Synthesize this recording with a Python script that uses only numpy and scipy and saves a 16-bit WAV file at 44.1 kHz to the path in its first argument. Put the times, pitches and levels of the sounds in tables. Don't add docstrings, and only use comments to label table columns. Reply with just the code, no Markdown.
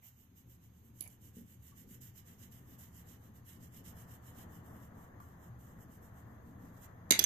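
import sys
import numpy as np
from scipy import signal
from scipy.fft import rfft, irfft, next_fast_len
from scipy.io import wavfile
from scipy.ndimage import uniform_filter1d

SR = 44100
rng = np.random.default_rng(int(sys.argv[2]) if len(sys.argv) > 2 else 0)


def wav_out(sig):
    wavfile.write(sys.argv[1], SR, np.round(np.clip(np.atleast_2d(sig).T, -1, 1) * 32767).astype(np.int16))


def natural_amplitude(level_db):
    exponent = np.asarray(level_db, float) / 20
    return 10 ** exponent


N = 319725

# pitch in Hz, level in dB, time to fade by 60 dB in s.
TABLE_RINGS = [(203, -21.5, 0.3), (317, -7, 0.017), (366, -3.5, 0.012), (554, -4, 0.0071),
               (750, -11.5, 0.0029), (900, -20, 0.019)]


def curves(rows):
    s, *columns = np.transpose(rows)
    return [np.interp(np.arange(N) / SR, s, column) for column in columns]


def at_hz(points, hz):
    points = np.array(points)
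    return np.interp(np.log(hz + 1), np.log(points[:, 0] + 1), points[:, 1])


def rms_one(x):
    return x / np.sqrt(np.mean(x ** 2) + 1e-20)


def drift(rate_hz):
    r = np.exp(-2 * np.pi * rate_hz / SR)
    noise = rng.standard_normal(N + SR)
    return rms_one(signal.lfilter([1], [1, -2 * r, r * r], noise)[SR:])


def band_pass(x, order, hz, kind):
    return signal.sosfilt(signal.butter(order, hz, kind, fs=SR, output="sos"), x)


def colour(pair, spectrum, side):
    size = next_fast_len(N)
    hz = np.arange(size // 2 + 1) * SR / size
    gain = natural_amplitude(at_hz(spectrum, hz) + at_hz(side, hz) * [[.5], [-.5]])
    return rms_one(irfft(rfft(pair, size) * gain, size)[:, :N])


def room(pair, near_db, tail_db=1):
    t = np.arange(SR // 2) / SR
    near, tail = rng.standard_normal((2, 2, len(t))) / np.sqrt(len(t))
    near = near * rms_one(natural_amplitude(-60 * t / 0.007)) * natural_amplitude(near_db)
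    tail = band_pass(tail, 1, 1650, "low")
    tail_shape = natural_amplitude(-60 * t / 0.21) * (1 - np.exp(-t / 0.013))
    tail = tail * rms_one(tail_shape) * natural_amplitude(tail_db)
    return pair + signal.fftconvolve(pair, near + tail, axes=1)[:, :N]


def strike(force, modes):
    out = 0
    for hz, mode_db, t60 in modes:
        r, w = natural_amplitude(-60 / (t60 * SR)), 2 * np.pi * hz / SR
        ringing = signal.lfilter([0, np.sin(w)], [1, -2 * r * np.cos(w), r * r], force)
        out = out + natural_amplitude(mode_db + rng.normal(0, 0.26)) * ringing
    return out


def touches(rows, modes, crack_hz, contact_s, table_modes=TABLE_RINGS):
    bright, thuds = np.zeros((2, 2, N + SR))
    t = np.arange(SR // 4) / SR
    push = np.sin(np.pi * np.clip(t / contact_s, 0, 1)) ** 2 / (contact_s * SR) * 2
    for s, crack_db, t60, thud_db, pan_db in rows:
        grain_sizes = natural_amplitude(-0.5 * np.minimum(rng.exponential(1, len(t)), 5))
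        rough = rms_one(rng.standard_normal((3, len(t))) * grain_sizes)
        rough = 0.26 * rough[0] + 0.2 * rough[1:]
        rise = 1 - np.exp(-t / (0.046 * t60))
        force = rough * natural_amplitude(crack_db - 60 * t / t60) * rise + 1e-18
        crack = band_pass(force + 0.26 * strike(force, modes), 3, [crack_hz, 16500], "band")
        crack[0] = np.roll(crack[0], 17)
        at = round(s * SR)
        bright[:, at:at + len(t)] += crack * natural_amplitude(pan_db * np.array([[.5], [-.5]]))
        thuds[:, at:at + len(t)] += strike(natural_amplitude(thud_db) * push + 1e-18, table_modes)
    return bright[:, :N], thuds[:, :N]


def crayon():
    # time of top speed in seconds, scratch level in dB,
    # speeding up in seconds, slowing down in seconds. First patch, quick even hatching:
    first_patch = [(0.068, -52.5, 0.073, 0.069), (0.203, -60.5, 0.083, 0.11), (0.381, -57.5, 0.044, 0.077),
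                   (0.526, -58.5, 0.084, 0.075), (0.648, -60.5, 0.062, 0.064), (0.774, -67, 0.1, 0.122),
                   (0.875, -63, 0.069, 0.055), (0.995, -56.5, 0.079, 0.11), (1.257, -55.5, 0.082, 0.091),
                   (1.37, -54, 0.055, 0.1), (1.509, -56.5, 0.084, 0.1), (1.672, -55, 0.095, 0.099),
                   (1.79, -53, 0.059, 0.091), (1.933, -52, 0.085, 0.076), (2.028, -52, 0.034, 0.13),
                   (2.186, -53.5, 0.075, 0.062), (2.285, -54, 0.055, 0.12), (2.431, -52.5, 0.075, 0.081),
                   (2.53, -55, 0.036, 0.15), (2.732, -56.5, 0.13, 0.059), (2.812, -54, 0.054, 0.14),
                   (2.987, -54, 0.1, 0.071), (3.11, -54.5, 0.086, 0.1), (3.25, -61, 0.08, 0.081),
                   (3.363, -62, 0.045, 0.07)]
    second_patch = [(3.497, -52, 0.07, 0.12), (3.637, -55.5, 0.061, 0.084), (3.771, -52, 0.082, 0.069),
                    (3.87, -50.5, 0.048, 0.088), (3.99, -53.5, 0.063, 0.098), (4.122, -54.5, 0.08, 0.093),
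                    (4.285, -55, 0.095, 0.066), (4.415, -52.5, 0.12, 0.054), (4.547, -58, 0.09, 0.1),
                    (4.668, -61.5, 0.057, 0.11), (4.832, -60.5, 0.14, 0.083), (5.022, -62.5, 0.13, 0.11),
                    (5.209, -61.5, 0.012, 0.22), (5.443, -63, 0.102, 0.11), (5.691, -65, 0.089, 0.16),
                    (5.817, -59.5, 0.054, 0.071), (5.944, -58.5, 0.091, 0.064),
                    (6.049, -59.5, 0.064, 0.076), (6.194, -61.5, 0.11, 0.054), (6.298, -71.5, 0.1, 0.088),
                    (6.489, -69, 0.126, 0.091), (6.657, -64, 0.11, 0.1), (6.842, -53, 0.056, 0.044)]
    further_strokes = [
        (.13, -71, .04, .05),
        (1.12, -55.5, 0.074, 0.066),
        (4.745, -69, 0.055, 0.052),
        (5.605, -62.5, 0.034, 0.13),
        (6.78, -63.5, 0.1, .05),
        (6.35, -78, .06, .05),
    ]
    # start in seconds, scratch level in dB.
    bites = [
        (2.006, -57),
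        (2.512, -63),
        (2.782, -51.5),
        (3.062, -67.5),
        (3.337, -100),
        (3.845, -64),
        (5.198, -94),
        (5.588, -88),
    ]
    # time in seconds, weight as table-borne level of a mean stroke in dB,
    # uprightness as extra top in dB, ring of the sheet in dB.
    hand = [
        (0, -74, 7, 8),
        (1.0, -73, 2.5, 4.5),
        (2.5, -68, 4, 0.5),
        (3.9, -68, 0.5, 1.5),
        (4.6, -69, 0.5, 3),
        (5.8, -74.5, 3, 7),
        (6.9, -66, 2.5, -6.5),
    ]
    # frequency in Hz, level in dB per Hz.
    scratch_spectrum = [(1500, -2), (2000, -5.5), (2430, -14.5), (3000, -5), (3400, -11), (3820, -11.5),
                        (4590, -18), (5500, -10), (6360, -5.5), (7350, -0.5), (8250, -3.5), (9630, -3),
                        (11200, 0.5), (12500, 6), (13400, 6.5), (14400, 2)]
    # frequency in Hz, left minus right in dB.
    scratch_tilt = [(2000, 2.5), (3300, -6), (5500, -18), (7500, -13), (9100, -9), (12500, -3),
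                    (15000, -10.5)]
    # frequency in Hz, width in Hz, swing in dB.
    singing_patches = [(5430, 570, 2), (6430, 300, 2), (7140, 430, 2), (9600, 350, 2.5), (11700, 630, 2),
                       (12900, 720, 2), (14400, 800, 2)]

    t, scratch, borne = np.arange(N) / SR, np.zeros(N), np.zeros(N)
    for s, level_db, rise, fall in list(first_patch) + list(second_patch) + list(further_strokes):
        phase = np.clip(np.where(t < s, (t - s) / rise, (t - s) / fall), -1, 1)
        speed = np.cos(np.pi / 2 * phase) ** 2.63
        scratch += speed * natural_amplitude(level_db)
        borne += speed * natural_amplitude(level_db + 55)
    for s, level_db in bites:
        since = np.maximum(t - s, 0)
        scratch += natural_amplitude(level_db) * (1 - np.exp(-since / 0.011)) * np.exp(-(since / 0.045) ** 2)

    caught = rng.random(N) < 9000 / SR
    sizes = natural_amplitude(2.0 * np.minimum(rng.exponential(1, N), 5))
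    grains = caught * sizes * rng.choice([-1, 1], N)
    grains = grains * natural_amplitude(1.34 * drift(43))
    spread = np.array([np.roll(grains, 5000), np.roll(grains, 9000)])
    tip = np.array([grains, np.roll(grains, -11)])
    pair = colour(tip + 2.6 * spread, scratch_spectrum, scratch_tilt)

    borne_db, upright_db, ring_db = curves(hand)
    low = band_pass(pair, 3, [1800, 5200], "band")
    ring = signal.lfilter(*signal.iirpeak(2965, 2965 / 300, fs=SR), rms_one(low)) * np.std(low)
    low = low + ring * (natural_amplitude(ring_db) - 1)

    high = band_pass(pair, 3, 5200, "high")
    top = band_pass(high, 4, 9800, "high")
    high = high + top * (natural_amplitude(upright_db + 1.2 * drift(36.0)) - 1)
    for hz, width_hz, swing_db in singing_patches:
        patch = signal.lfilter(*signal.iirpeak(hz, hz / width_hz, fs=SR), high)
        high = high + patch * (natural_amplitude(swing_db * drift(6.2)) - 1)
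    return natural_amplitude(-2.0) * scratch * rms_one(high) + natural_amplitude(borne_db) * borne * rms_one(low)


def diffuse():
    # frequency in Hz, likeness of left and right from -1 to 1 (no unit).
    likeness = [(25, 1), (60, 1), (110, 0.98), (200, 1), (380, 0.77), (700, 0.025), (1290, 0.48),
                (2380, -0.069), (4400, -0.078), (8120, 0.02), (15000, 0.15)]
    size = next_fast_len(N)
    alike = np.clip(at_hz(likeness, np.arange(size // 2 + 1) * SR / size), -1, 1)
    mid, side = rfft(rng.standard_normal((2, size)))
    return irfft(np.sqrt(1 + alike) * mid + np.sqrt(1 - alike) * side * [[1], [-1]], size)[:, :N]


def traffic():
    # frequency in Hz, level in dB per Hz.
    rumble = [(12, -37), (20, -11), (43, -25), (75, 0.5), (97, -1.5), (123, 2), (150, -13.5), (170, -1),
              (220, -36), (370, -120)]
    # frequency in Hz, level in dB per Hz.
    drone = [(82, -10.5), (140, -13.5), (151, -22.5), (183, 0.5), (236, -1), (259, -3.5), (420, -16.5),
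             (550, -17.5), (920, -120)]
    # frequency in Hz, level in dB per Hz.
    wash = [(220, -1), (380, -7), (468, -3), (568, -6.5), (646, -2), (921, -5), (1130, -4), (1470, -10),
            (1820, -8.5), (2500, -34), (2600, -57), (3380, -28.5), (5720, -120)]
    # frequency in Hz, left minus right in dB.
    traffic_tilt = [(60, -4.5), (110, 2.5), (200, 0), (380, 7), (700, 0), (1290, 2), (2380, 12), (4400, -3),
                    (8120, -8.5), (15000, -3.0)]
    # time in seconds, tyre wash in dB.
    nearness = [(0.0, -100.5), (0.65, -81), (1.29, -77.5), (1.53, -80.5), (2.81, -70.5), (3.43, -71.5),
                (3.75, -69.5), (4.02, -66), (4.34, -64.5), (5.65, -65.5), (5.81, -66), (7.05, -65)]
    # level at closest in dB, share of the swell (no unit), waver in dB.
    layers = [
        (-55.5, 0.31, -0.15),
        (-60.5, 0.36, 2.38),
        (-60, 1.33, 1.14),
    ]
    out, (near_db,) = 0, curves(nearness)
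    for (top_db, share, waver_db), spectrum in zip(layers, (rumble, drone, wash)):
        level_db = top_db + share * (near_db - near_db.max()) + waver_db * drift(4.7)
        out = out + natural_amplitude(level_db) * colour(diffuse(), spectrum, traffic_tilt)
    return np.array([out[0], np.roll(out[1], 9)])


def microphone_hiss():
    # frequency in Hz, level in dB per Hz.
    hiss_spectrum = [(240, -35), (400, -13.5), (800, -4), (1850, -10.5), (2800, -12), (4500, -16),
                     (5850, -20), (6500, -5.5), (7000, -20.5), (7500, -16), (9000, -33), (10600, -18),
                     (12500, -10), (15000, -12.5)]
    noise = rng.standard_normal((2, N))
    return natural_amplitude(-74) * colour(noise, hiss_spectrum, [(1000, -1.5), (10000, -4.0)])


def sliding_thing():
    # start in seconds, crack in dB, fade by 60 dB in seconds, thud in dB, left minus right in dB.
    slides = [
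        (.018, -61.5, 0.15, -90, 0),
        (.05, -66, 0.082, -87, 0),
        (1.012, -54, 0.077, -90, 0),
        (1.035, -54, 0.067, -90, 0),
        (1.056, -49, 0.07, -90, 0),
    ]
    # pitch in Hz, level in dB, time to fade by 60 dB in seconds.
    slide_rings = [(876, 2.9, 0.0084), (2240, 2.2, 0.0062)]
    return touches(slides, slide_rings, 660, .001)


def clicking_thing():
    # start in seconds, crack in dB, fade by 60 dB in seconds, thud in dB, left minus right in dB.
    clicks = [(1.0052, -47, 0.0093, -95, -14), (1.0064, -47, 0.0047, -95, -12),
              (1.0072, -40, 0.007, -95, -13), (1.0086, -36.5, 0.006, -46, -11),
              (1.0100, -41.5, 0.0052, -95, -19), (1.0155, -49, 0.025, -74, -9),
              (1.0228, -47, .004, -95, -17), (1.022, -55, 0.05, -77, -13), (1.027, -56, .008, -95, -12),
              (1.033, -55, 0.1, -61, -8), (1.048, -63, .05, -95, -10), (1.06, -71, .05, -95, -10)]
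    # pitch in Hz, level in dB, time to fade by 60 dB in seconds.
    click_rings = [(2750, 11, 0.0012), (5070, -11, 0.004), (11100, 4, 0.0043), (11100, 9, 0.0055),
                   (13000, 8, 0.0026), (14100, 9, 0.0033)]
    # start in seconds, crack in dB, fade by 60 dB in seconds, thud in dB, left minus right in dB.
    ticks = [
        (1.0742, -52, .003, -95, -11),
        (1.0750, -45, 0.002, -95, -11),
        (1.0764, -40, 0.0025, -95, -17),
        (1.0782, -44, 0.002, -95, -15),
        (1.0807, -46, 0.0022, -73, -12),
        (1.0829, -46, 0.0028, -95, -9),
    ]
    # pitch in Hz, level in dB, time to fade by 60 dB in seconds.
    tick_rings = [(7500, -7, .002), (11100, 9, 0.004), (13500, 1, 0.002)]
    click, click_thud = touches(clicks, click_rings, 3200, 0.0025)
    tick, tick_thud = touches(ticks, tick_rings, 6500, .001)
    return click + tick, click_thud + tick_thud


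def hand_bumps():
    # start in seconds, crack in dB, fade by 60 dB in seconds, thud in dB, left minus right in dB.
    bumps = [
        (1.3675, -90, .01, -36, 1),
        (1.3838, -90, .01, -40, 1),
        (1.41, -101, .01, -48, 1),
        (1.715, -68, 0.077, -84, 2),
        (5.2005, -50, 0.026, -64, 0.82),
        (5.208, -69, 0.016, -72, 1),
    ]
    # pitch in Hz, level in dB, time to fade by 60 dB in seconds.
    bump_rings = [(1150, 7, .055), (1380, -2, .03), (3300, -16, .008)]
    # pitch in Hz, level in dB, time to fade by 60 dB in seconds.
    damped_table = [(152, -18, 0.027), (222, -3.5, 0.066), (290, -10, 0.023), (454, -7, 0.037),
                    (560, -17, .012), (720, -20, .01)]
    return touches(bumps, bump_rings, 660, 0.0027, damped_table)


def dropped_crayon():
    # start in seconds, crack in dB, fade by 60 dB in seconds, thud in dB, left minus right in dB.
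    tip_hits = [
        (7.1072, -5, 0.0068, -31, -2.5),
        (7.1082, -6, 0.0041, -36.5, 2.5),
        (7.110, -16, 0.0067, -64, -6),
    ]
    # pitch in Hz, level in dB, time to fade by 60 dB in seconds.
    tip_rings = [(1960, -17, 0.0036), (2570, -2.5, 0.0069), (4030, 0, 0.0036), (6600, 0, 0.0033),
                 (9130, 6, 0.0066), (11600, 2, .005), (12800, 0, 0.0019)]
    # start in seconds, crack in dB, fade by 60 dB in seconds, thud in dB,
    # left minus right in dB.
    drop_hits = [(7.0945, -61, 0.012, -74, -9), (7.1111, -11, 0.0041, -22, -15),
                 (7.1131, -12, 0.0065, -46, 3), (7.1153, -29, 0.0074, -60, 2),
                 (7.1176, -26, 0.0074, -58, -1), (7.1198, -14, 0.016, -60, -5),
                 (7.1222, -16, 0.012, -48, 7), (7.1244, -22, 0.0076, -33, -6),
                 (7.1270, -24.5, .015, -56, -8), (7.1325, -30, 0.03, -54, -7), (7.138, -31, 0.1, -41, 2)]
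    # pitch in Hz, level against the crack in dB, time to fade by 60 dB in seconds.
    drop_rings = [(1960, -23, 0.012), (2160, -9, 0.012), (2300, -1, 0.01), (2820, -6, 0.0097),
                  (3880, -2, 0.0068), (4350, -16, 0.013), (4735, -12, 0.011), (4950, -18, 0.008),
                  (6300, -4, 0.015), (6630, -6, 0.013), (7200, 4, 0.0068), (9110, -5, 0.0045),
                  (11200, -5, 0.0052), (12800, 0, 0.0044)]
    # start in seconds, crack in dB, fade by 60 dB in seconds, thud in dB,
    # left minus right in dB.
    bounce_hits = [
        (7.1904, -8, 0.0098, -31, 11),
        (7.1924, -5, 0.0032, -51, -20),
        (7.1934, -10, 0.0043, -42, -7),
        (7.1955, -16, 0.016, -62, -20),
        (7.2045, -40, 0.01, -37, -24),
        (7.2092, -27, 0.014, -54, -4),
        (7.216, -26, 0.072, -37, 7),
        (7.2399, -9, 0.0036, -37, -27.5),
        (7.2413, -16, 0.0086, -64, 8),
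        (7.2428, -15.5, 0.0091, -62, 3),
    ]
    # pitch in Hz, level against the crack in dB, time to fade by 60 dB in seconds.
    bounce_rings = [(1770, -12, 0.0088), (2100, -12.5, 0.0093), (2500, -14, 0.01), (2850, -16, 0.008),
                    (3410, -15, 0.035), (4130, -16, 0.0071), (5200, -22, .01), (6000, -41, 0.044),
                    (6260, -10.5, 0.031), (7670, -11.5, 0.0061), (9630, -12, 0.0074),
                    (12900, -13.5, 0.0041), (12960, -14.5, .012)]
    tip, tip_thud = touches(tip_hits, tip_rings, 1700, .0007)
    body, body_thud = touches(drop_hits, drop_rings, 1500, .0007)
    bounce, bounce_thud = touches(bounce_hits, bounce_rings, 1600, .0007)
    return tip + body + bounce, tip_thud + body_thud + bounce_thud


def scene():
    # frequency in Hz, left minus right in dB.
    near_tilt = [(700, 4), (1500, 7.5), (3000, 5.5), (5000, -0.5), (9000, -3), (13000, 0)]
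    # Hz, dB
    hard_tone = [(700, 10), (1300, -8), (2000, -3.5), (3300, 1.0), (4800, 5.5), (5600, -1.5),
                 (6200, 3.5), (7500, -2), (11000, 1.5), (14000, 3)]
    strokes = room(crayon(), near_db=-20)
    slide, slide_thud = sliding_thing()
    click, click_thud = clicking_thing()
    bump, bump_thud = hand_bumps()
    drop, drop_thud = dropped_crayon()

    hard = click + drop
    hard = room(colour(hard, hard_tone, near_tilt) * np.std(hard), -5.5)
    soft = (natural_amplitude(0.5) * slide + natural_amplitude(3.0) * bump) * natural_amplitude([[2.5], [-2.5]])
    soft = room(soft, -5.5, tail_db=-3)

    thuds = click_thud + drop_thud + slide_thud + bump_thud
    thuds = band_pass(thuds, 2, 130, "high")
    boom = room(thuds, near_db=-31.0) - thuds
    middle = boom.mean(axis=0)
    boom = middle + 0.55 * (boom - middle)
    return strokes + hard + soft + thuds * natural_amplitude([[.8], [-.8]]) + 0.37 * boom + traffic()


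def thin_faint_bands(pair):
    # frequency in Hz, share of the time a band drops out (no unit).
    dropouts = [(2000, 0), (2500, .06), (3000, .02), (3600, .14), (4500, .3), (5300, .24), (5900, .24),
                (6200, .02), (7900, .01), (8500, .18), (10300, .2), (11000, 0)]
    hz, _, cells = signal.stft(pair, SR, nperseg=1024)
    chance = rng.standard_normal(cells.shape[1:])
    chance = uniform_filter1d(uniform_filter1d(chance, size=5, axis=0), size=5, axis=1)
    rank = np.argsort(np.argsort(chance, axis=1), axis=1) / chance.shape[1]
    faint = np.abs(cells[:, hz > 2000]).mean(axis=(0, 1)) < natural_amplitude(-85)
    gain = np.where((rank < at_hz(dropouts, hz)[:, None]) & faint, natural_amplitude(-22), 1)
    return signal.istft(cells * gain, SR, nperseg=1024)[1][:, :N]


def band_limit(x):
    return signal.sosfilt(signal.butter(12, 15990, fs=SR, output="sos"), x)


def record(dry):
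    cutoff_hz = 14810
    low_pass = signal.cheby2(20, 36, cutoff_hz, fs=SR, output="sos")
    mix = signal.sosfilt(low_pass, thin_faint_bands(dry + microphone_hiss()))
    top_band = signal.cheby2(8, 50, [cutoff_hz - 300, 16300], "band", fs=SR, output="sos")
    top = signal.sosfilt(top_band, dry)
    loud = uniform_filter1d(np.abs(top).mean(axis=0), size=120) / natural_amplitude(-57)
    mix = mix + natural_amplitude(-30) * top * loud ** 4 / (1 + loud ** 4)
    return band_limit(mix)


dry = scene()
out = record(dry)
wav_out(out)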